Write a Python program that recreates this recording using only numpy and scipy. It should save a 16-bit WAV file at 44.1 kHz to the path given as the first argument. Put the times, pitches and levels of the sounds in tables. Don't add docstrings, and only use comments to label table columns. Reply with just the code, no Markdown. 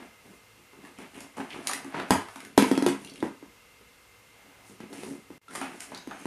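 import sys
import numpy as np
from scipy import signal
from scipy.fft import rfft, irfft
from scipy.io import wavfile
from scipy.ndimage import uniform_filter1d

SR = 44100
rng = np.random.default_rng(int(sys.argv[2]) if len(sys.argv) > 2 else 0)


def gain_from_decibels(decibels):
    exponent = np.asarray(decibels, float) / 20
    return 10 ** exponent


def generate_wav(sig):
    pcm = np.round(np.clip(np.atleast_2d(sig).T, -1, 1) * 32767).astype(np.int16)
    wavfile.write(sys.argv[1], SR, pcm)


N = 276374


def rms_one(x):
    return x / np.sqrt(np.mean(x ** 2) + 1e-20)


def peak_one(x):
    return x / np.max(np.abs(x))


def at_hz(points, hz):
    points = np.array(points)
    return np.interp(np.log(hz + 1), np.log(points[:, 0]), points[:, 1])


def ring(x, hz, t60):
    r = gain_from_decibels(-60 / (t60 * SR))
    w = 2 * np.pi * hz / SR
    return signal.lfilter([0, np.sin(w)], [1, -2 * r * np.cos(w), r * r], x + 1e-18)


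def resonate(x, hz, width):
    r = np.exp(-np.pi * width / SR)
    turn = 2 * np.pi * hz / SR
    y = signal.lfilter([1, 0, -1], [1, -2 * r * np.cos(turn), r * r], x + 1e-18)
    return np.sqrt(1 - r * r) * y / np.sqrt(2)


def body(x, peaks):
    return sum((-1) ** k * gain_from_decibels(db) * resonate(x, hz, width) for k, (hz, width, db) in enumerate(peaks))


# f/Hz, level/dB (per Hz)
HISS_COLOUR = [(18, -58), (30, -19.5), (43, -10.5), (92, -8.5), (146, -11), (644, -15.5), (1000, -10.5),
               (1680, -13), (2070, -18), (3220, -16), (14900, -24)]
# f/Hz, width/Hz, level/dB
FAN = [(60, 12, -76.5), (108, 8, -73), (477, 94, -70), (1253, 70, -72), (2094, 100, -66),
       (2725, 150, -70.5)]
# start t/s, f/Hz, width/Hz, level/dB
WHINE = (6, 6406, 500, -65)
HISS_DB = -59.5


def background():
    hiss = irfft(rfft(rng.standard_normal(N)) * gain_from_decibels(at_hz(HISS_COLOUR, np.fft.rfftfreq(N, 1 / SR))), N)
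    air = rng.standard_normal(N)

    def breath(hz, width, db):
        return gain_from_decibels(db) * rms_one(resonate(resonate(air, hz, width), hz, width))

    fan = sum(breath(*peak) for peak in FAN)
    start_s, *peak = WHINE
    fan += breath(*peak) * (np.arange(N) > start_s * SR)
    return gain_from_decibels(HISS_DB) * rms_one(hiss) + fan


# f/Hz, fade by 60 dB t/s
ROOM = [(100, 0.27), (300, 0.27), (1000, 0.25), (4000, .38), (12000, 0.24)]
TAIL = SR // 2


def echo_noise():
    edges = 60 * 2. ** np.arange(9)
    t = np.arange(TAIL) / SR
    bands, decays = [], []
    for low in edges[:8]:
        octave = signal.butter(2, [low, 2 * low], "band", fs=SR, output="sos")
        bands.append(signal.sosfilt(octave, rng.standard_normal(N + TAIL)))
        onset = np.clip((t - .004) / 0.0047, 0, 1)
        decays.append(gain_from_decibels(-60 * t / at_hz(ROOM, 2.7 * low)) * onset)
    return np.array(bands), np.array(decays)


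def add(out, s, layers, echo_dbs, echoes):
    at = round(s * SR)
    bands, decays = echoes
    tail = np.sum(bands[:, at:at + TAIL] * decays, axis=0)
    sent = sum(gain_from_decibels(db) * x for db, x in zip(echo_dbs, layers))
    wet = signal.fftconvolve(sent, tail / np.sqrt(np.sum(tail ** 2)))
    wet[:len(sent)] += sum(layers)
    out[at:at + len(wet)] += wet[:N - at]


def moves(starts, levels_db, holds, fall_db_per_s, rise_db_per_s):
    t = np.arange(0, N, 32) / SR
    late = t[:, None] - starts
    swell = rise_db_per_s * np.minimum(late, 0)
    fade = fall_db_per_s * np.maximum(late - holds, 0)
    power = np.sum(gain_from_decibels(levels_db + swell - fade) ** 2, axis=1)
    return np.interp(np.arange(N) / SR, t, power)


# t/s (at full strength), level/dB, held t/s
STEPS = [(0, -44, .03), (.25, -53, .1), (.58, -54, .01), (.77, -52, .13), (.99, -46, .05), (1.15, -48, .1),
         (1.385, -37, .02), (1.545, -41, .06), (1.7, -48, .18), (1.95, -37, .07), (2.42, -54, .13),
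         (2.875, -26, .015), (3.02, -49, .19), (3.235, -32, .02), (3.43, -50, .01), (3.82, -60, .03),
         (4.45, -62, .2), (4.71, -49, .01), (4.81, -43, .03), (4.9, -45, .11), (5.035, -37, .015),
         (5.08, -42, .07), (5.315, -46, .01), (5.5, -46, .08), (5.615, -42, .03), (5.68, -48, .08),
         (5.89, -49, .08), (6.08, -45.5, .03), (6.15, -51, .12)]
# t/s (at full strength), level/dB, held t/s, scratch over rub level/dB
CHURNS = [(0, -48, .01, -14), (.25, -60, .1, -3), (.84, -55, .04, -5), (1.01, -50, .02, -6),
          (1.15, -51, .08, -2), (1.4, -41, .01, -12), (1.5, -49, .16, -6), (1.67, -41, .04, -5),
          (1.75, -50, .15, -7), (1.95, -36, .05, -25), (2.12, -38, .04, -4), (2.28, -56, .16, -1),
          (2.66, -42, .04, 1.5), (3, -58, .03, 5), (4.35, -61, .3, -10), (4.67, -62, .02, 9),
          (4.94, -53, .07, 4), (5.02, -55, .08, 7), (5.54, -45, .04, 1.5), (5.625, -39, .025, -10),
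          (5.72, -52, .06, -3), (5.81, -50, .03, 5), (5.93, -45, .03, -20), (6.11, -46.5, .04, -12),
          (6.19, -62, .08, 10)]
# t/s (at full strength), level/dB, held t/s
BRUSHES = [(.98, -51, .06), (1.15, -50, .05), (1.37, -51, .02), (1.51, -42, .03), (1.68, -56, .06),
           (2.02, -52, .01), (2.35, -53, .04), (2.59, -33, .04), (2.89, -44, .03), (3.04, -60, .17),
           (4.81, -52, .02), (4.94, -49, .09), (5.56, -50, .03), (5.62, -39, .02), (5.83, -50, .01),
           (6.2, -56, .07)]
RUB_UNDER_STEP_DB, SCRATCH_UNDER_STEP_DB, SHUFFLE_UNDER_CHURN_DB = -13, -21, -11
REST_SHUFFLE_DB, REST_RUB_DB, REST_FUR_DB, REST_SCRATCH_DB = -72, -72, -64, -71
CHURN_RISE_DB_PER_S, STEP_RISE_DB_PER_S = 400, 900
STEP_FALL_DB_PER_S, CHURN_FALL_DB_PER_S, BRUSH_FALL_DB_PER_S = 330, 170, 300


def efforts():
    s, db, held, scratch_db = np.transpose(CHURNS)
    step = moves(*np.transpose(STEPS), STEP_FALL_DB_PER_S, STEP_RISE_DB_PER_S)
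    brush = moves(*np.transpose(BRUSHES), BRUSH_FALL_DB_PER_S, STEP_RISE_DB_PER_S)
    churn = moves(s, db, held, CHURN_FALL_DB_PER_S, CHURN_RISE_DB_PER_S)
    sharp = moves(s, db + scratch_db, held, CHURN_FALL_DB_PER_S, CHURN_RISE_DB_PER_S)
    shuffle = step + churn * gain_from_decibels(SHUFFLE_UNDER_CHURN_DB) ** 2 + gain_from_decibels(REST_SHUFFLE_DB) ** 2
    rub = churn + step * gain_from_decibels(RUB_UNDER_STEP_DB) ** 2 + gain_from_decibels(REST_RUB_DB) ** 2
    fur = brush + gain_from_decibels(REST_FUR_DB) ** 2
    scratch = sharp + step * gain_from_decibels(SCRATCH_UNDER_STEP_DB) ** 2 + gain_from_decibels(REST_SCRATCH_DB) ** 2
    return np.sqrt([shuffle, rub, fur, scratch])


def grains(per_s, spread_db):
    sizes = gain_from_decibels(spread_db * np.minimum(rng.exponential(1, N), 4)) * rng.choice([-1, 1], N)
    return rms_one(sizes * (rng.random(N) < per_s / SR))


# f/Hz, level/dB, fade by 60 dB t/s
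BOARDS = [(221.4, -11, 0.2), (274.5, 4, 0.086), (344.4, -2.5, 0.095), (402.5, -8.5, .12)]
# f/Hz, width/Hz, level/dB
BALLS = [(725, 320, 3), (1066, 610, 4.5), (1438, 1400, 5)]
# f/Hz, width/Hz, level/dB
FUR = [(2100, 1100, -2), (2900, 1500, 0), (4100, 2200, -7)]
# f/Hz, width/Hz, level/dB
BRIGHT = [(5370, 4160, -4), (8030, 2000, -0.5), (9415, 2000, -0.5), (11800, 5000, -14.5)]


def stirring():
    shuffling, rubbing, brushing, scratching = efforts()
    steps = grains(550, 3.6)
    shuffle = rms_one(sum(gain_from_decibels(db) * ring(steps, hz, 0.43 * t60) for hz, db, t60 in BOARDS))
    rub = rms_one(resonate(body(grains(1200, 2.6), BALLS), 790, 1800))
    fur = rms_one(body(body(grains(4000, 3), FUR), FUR))
    scratch = rms_one(body(grains(4600, 4.2), BRIGHT))
    low = gain_from_decibels(-2) * shuffling * shuffle
    middle = gain_from_decibels(-3.5) * rubbing * rub + gain_from_decibels(-5.5) * brushing * fur
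    high = gain_from_decibels(-6) * scratching * scratch
    return low, middle, high


# t/s, knock level/dB, shake level/dB, tick level/dB, contact spread t/s
TUB_BUMPS = [(.731, -45.5, -50, -63, .008), (.986, -36, -40, -46, .012), (1.368, -32.5, -38, -47, .014),
             (1.38, -32, -32, -46, .0057), (1.401, -26, -34, -55, .008), (1.544, -33, -43, -56, .012),
             (1.845, -34.5, -36.5, -44.5, .0046), (1.943, -21, -33, -70, .007),
             (2.136, -22.5, -27, -28.5, .016), (2.358, -31.5, -40.5, -42, .0058),
             (2.885, -27, -30, -31, .017), (3.271, -36.5, -35, -50, .0053),
             (5.613, -19.5, -33.5, -36, .0043)]
# t/s, knock level/dB, tick level/dB, knock colour f/Hz
CLACKS = [(.849, -36, -56, 1100), (1.671, -24.5, -17.5, 1720), (1.693, -21, -33, 880),
          (1.712, -26.5, -30, 1400), (1.733, -20.5, -26, 1750), (1.997, -22, -48, 910),
          (1.999, -31, -50, 3800), (2.285, -31, -48, 950), (2.403, -34, -41, 1880),
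          (2.449, -39.5, -43, 1880), (5.508, -39, -47.5, 1360), (5.551, -26, -34.5, 920),
          (5.556, -29.5, -30, 1600), (5.717, -35, -62, 1350), (5.804, -31, -33, 1700),
          (5.918, -31, -54, 735), (6.11, -27.5, -65, 890)]
# t/s, knock level/dB, tick level/dB, knock colour f/Hz
CLAWS = [(1.144, -42, -55, 2550), (1.205, -41, -37, 2730), (1.504, -31, -56, 2700), (1.53, -32, -60, 2800),
         (2.752, -27.5, -40, 2320), (3.047, -37, -39, 2900), (3.073, -37.5, -49, 2900),
         (3.096, -37, -46, 4230), (3.137, -45, -47, 4396), (3.157, -39, -45, 2790), (3.177, -48, -52, 3680),
         (3.203, -38, -47, 3200), (5.483, -44, -52, 2940), (5.947, -27, -38, 4300), (5.974, -32, -46, 4500)]
TUB_HZ = 860
CLACK_SPREAD_S, CLACK_SHAKE_DB = .0055, -22
CLAW_SPREAD_S, CLAW_SHAKE_DB = .004, -19


def contacts():
    rows = [(s, knock, shake, tick, TUB_HZ, spread) for s, knock, shake, tick, spread in TUB_BUMPS]
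    rows += [(s, knock, knock + CLACK_SHAKE_DB, tick, hz, CLACK_SPREAD_S) for s, knock, tick, hz in CLACKS]
    rows += [(s, knock, knock + CLAW_SHAKE_DB, tick, hz, CLAW_SPREAD_S) for s, knock, tick, hz in CLAWS]
    return rows


# t/s, level/dB, f/Hz, fade by 60 dB t/s
SQUEAKS = [
    (5.482, -38.5, 1360, 0.087),
    (5.5, -43, 1420, 0.044),
    (5.08, -39, 276, .4),
    (5.109, -35, 276, .17),
    (3.047, -50, 2800, .12),
    (3.073, -50, 2820, .15),
    (3.157, -54, 2800, .15),
    (2.403, -42, 2050, .05),
    (2.449, -45, 2100, .06),
]
HOLLOW_WIDTH, MAX_WIDTH_HZ = 1.1, 1900


def bumps(echoes):
    out, t = np.zeros(N), np.arange(SR // 5) / SR
    for s, knock_db, shake_db, tick_db, hz, spread in contacts():
        noise = rng.standard_normal((3, len(t)))
        fade = np.exp(-t / np.clip(spread, 5e-4, .04))
        chatter = noise * np.abs(noise) * fade * np.minimum(t / 0.0011, 1)
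        shake = sum(gain_from_decibels(db) * ring(chatter[0], f, 1.2 * t60) for f, db, t60 in BOARDS)
        width = min(HOLLOW_WIDTH * hz, MAX_WIDTH_HZ)
        knock = resonate(resonate(chatter[1], hz, width), hz, width)
        touch = chatter[2] * (1 + 3 * np.exp(-t / .0015)) + 5.0 * (t == t[9])
        tick = body(touch, BRIGHT)
        layers = [gain_from_decibels(shake_db + 1) * peak_one(shake),
                  gain_from_decibels(knock_db - 2) * peak_one(knock),
                  gain_from_decibels(tick_db + 5.5) * peak_one(tick)]
        add(out, s, layers, [-3, -3, -3], echoes)
    for s, db, hz, t60 in SQUEAKS:
        out[round(s * SR):][:len(t)] += gain_from_decibels(db) * np.sin(2 * np.pi * hz * t) * gain_from_decibels(-60 * t / t60)
    return out


def bending(t, hz, turns, fall_s):
    cycles = hz * t + turns * (1 - np.exp(-t / fall_s))
    return np.sin(2 * np.pi * cycles) * (1 - np.exp(-t / .0012))


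def splinters(noise, t, length_s):
    crack = noise * np.abs(noise) * 0.35 * np.exp(-t / length_s)
    crack[0] = 2.1
    return crack


# t/s, thud level/dB, knock level/dB, tick level/dB, thud f/Hz
DROPS = [(2.106, -14.5, -8.5, -20, 253), (2.5766, -3, -9, -17, 274), (2.623, -10.5, -22, -24, 259.5),
         (2.713, -9.5, -22.5, -31, 267.5), (2.776, -13, -26, -30.5, 263.6),
         (2.823, -14.5, -25.5, -33.5, 276), (2.863, -13, -18.5, -25.5, 353), (3.226, -20, -24, -44, 320),
         (3.426, -37, -46.5, -70, 287), (3.81, -51, -63, -67.5, 404), (4.696, -44, -55, -61.5, 202),
         (4.803, -32.5, -40, -54, 216), (4.928, -39, -43, -47, 341), (5.033, -33, -41, -44, 369),
         (5.303, -34.5, -47, -64, 285.6), (6.073, -29, -43, -51, 264), (6.2545, -22.5, -29, -41, 240)]
# f/Hz, level/dB, fade by 60 dB t/s
TOY = [(202.4, -14, 0.1), (467, -8.5, 0.0295), (690, -8, .02), (879, -1, 0.017), (980, -3, 0.024),
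       (1310, -4, .015), (1590, -2.5, 0.013), (1880, -4.5, .015)]
# f/Hz, width/Hz, level/dB
CRACK = [(2900, 2000, 2.5), (4800, 4100, 1), (9100, 2500, -3.5)]
# t/s, level/dB, f/Hz
SLAM = (2.5782, 7, 300)
# t/s, level/dB, f/Hz, fade by 60 dB t/s
BOOM = (2.107, -18, 95, .15)
RING_T60_S, DAMPED_T60_S, RING_S_PER_DB = .18, .04, .012
JOIST_HZ, JOIST_DB, JOIST_T60_S = 205, -19, .22


def drops(echoes):
    out, t = np.zeros(N), np.arange(SR // 4) / SR
    strike = t * np.exp(-t / 0.00007)
    joist = gain_from_decibels(JOIST_DB - 60 * t / JOIST_T60_S) * np.sin(2 * np.pi * JOIST_HZ * t) * (1 - np.exp(-t / .004))
    for s, thud_db, knock_db, tick_db, hz in DROPS:
        noise = rng.standard_normal(len(t))
        t60 = min(RING_T60_S, DAMPED_T60_S - RING_S_PER_DB * thud_db)
        fade = np.exp(-t / .0028) + .28 * gain_from_decibels(-60 * t / t60)
        push = bending(t, hz, turns=.3, fall_s=.0008) * fade + joist
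        knock = sum(gain_from_decibels(db + 2 * noise[-k - 1]) * ring(strike, f, ring_s)
                    for k, (f, db, ring_s) in enumerate(TOY))
        snap = splinters(noise, t, 0.0039)
        crack = sum(gain_from_decibels(db) * resonate(snap, f, width) for f, width, db in CRACK)
        layers = [gain_from_decibels(thud_db + 5) * push,
                  gain_from_decibels(knock_db + 8.5) * peak_one(knock),
                  gain_from_decibels(tick_db + 11) * peak_one(crack)]
        add(out, s + 0.000912, layers, [-12.5, -4, -4], echoes)
    s, slam_db, hz = SLAM
    slam = -gain_from_decibels(slam_db) * bending(t, hz, turns=1.4, fall_s=.002) * np.exp(-t / .0022)
    add(out, s, [slam], [-18], echoes)
    s, boom_db, hz, t60 = BOOM
    boom = gain_from_decibels(boom_db - 60 * t / t60) * np.sin(2 * np.pi * hz * t)
    add(out, s, [boom], [-5], echoes)
    return out


MIC_LOW_HZ, MIC_TOP_HZ = 157, 12900


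def scene():
    echoes = echo_noise()
    stir = np.zeros(N)
    add(stir, 0, stirring(), [-6, -6, -6], echoes)
    contact = stir + bumps(echoes) + drops(echoes)
    lean = signal.sosfilt(signal.butter(2, MIC_LOW_HZ, "high", fs=SR, output="sos"), contact)
    lean = signal.sosfilt(signal.butter(4, MIC_TOP_HZ, fs=SR, output="sos"), lean)
    return (lean + background())[None]


QUIET_DB, BUSY_DB, LOUD_DB = -62, -50, -36
WIDE_HZ, NARROW_HZ, LOUD_HZ = 14700, 13900, 12900


def narrowed(x):
    hz, s, spec = signal.stft(x, SR, nperseg=2048, noverlap=1024)
    power = uniform_filter1d(x[0] ** 2, size=8192)
    level_db = 10 * np.log10(power[np.minimum(s * SR, N - 1).astype(int)] + 1e-12)
    jitter = 350 * np.repeat(rng.integers(-1, 2, len(s)), 3)[:len(s)]
    edge = np.where((level_db > BUSY_DB) | (level_db < QUIET_DB), NARROW_HZ, WIDE_HZ) + jitter
    edge[level_db > LOUD_DB] = LOUD_HZ
    return signal.istft(spec * (hz[:, None] < edge), SR, nperseg=2048, noverlap=1024)[1][:, :N]


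def low_pass(x):
    return signal.sosfilt(signal.butter(12, 15080, fs=SR, output="sos"), x)


# t/s, level/dB
DIP = [
    (5.3805, 0),
    (5.3815, -17),
    (5.395, -22),
    (5.402, -35),
    (5.4145, -26),
    (5.4155, -9),
    (5.48, -3),
    (5.52, 0),
]
OVERLOAD = .51


def record(dry):
    s, db = np.transpose(DIP)
    gain = gain_from_decibels(np.interp(np.arange(N) / SR, s, db))
    mix = narrowed(np.clip(dry, -OVERLOAD, OVERLOAD) * gain)
    return low_pass(mix)


dry = scene()
out = record(dry)
generate_wav(out)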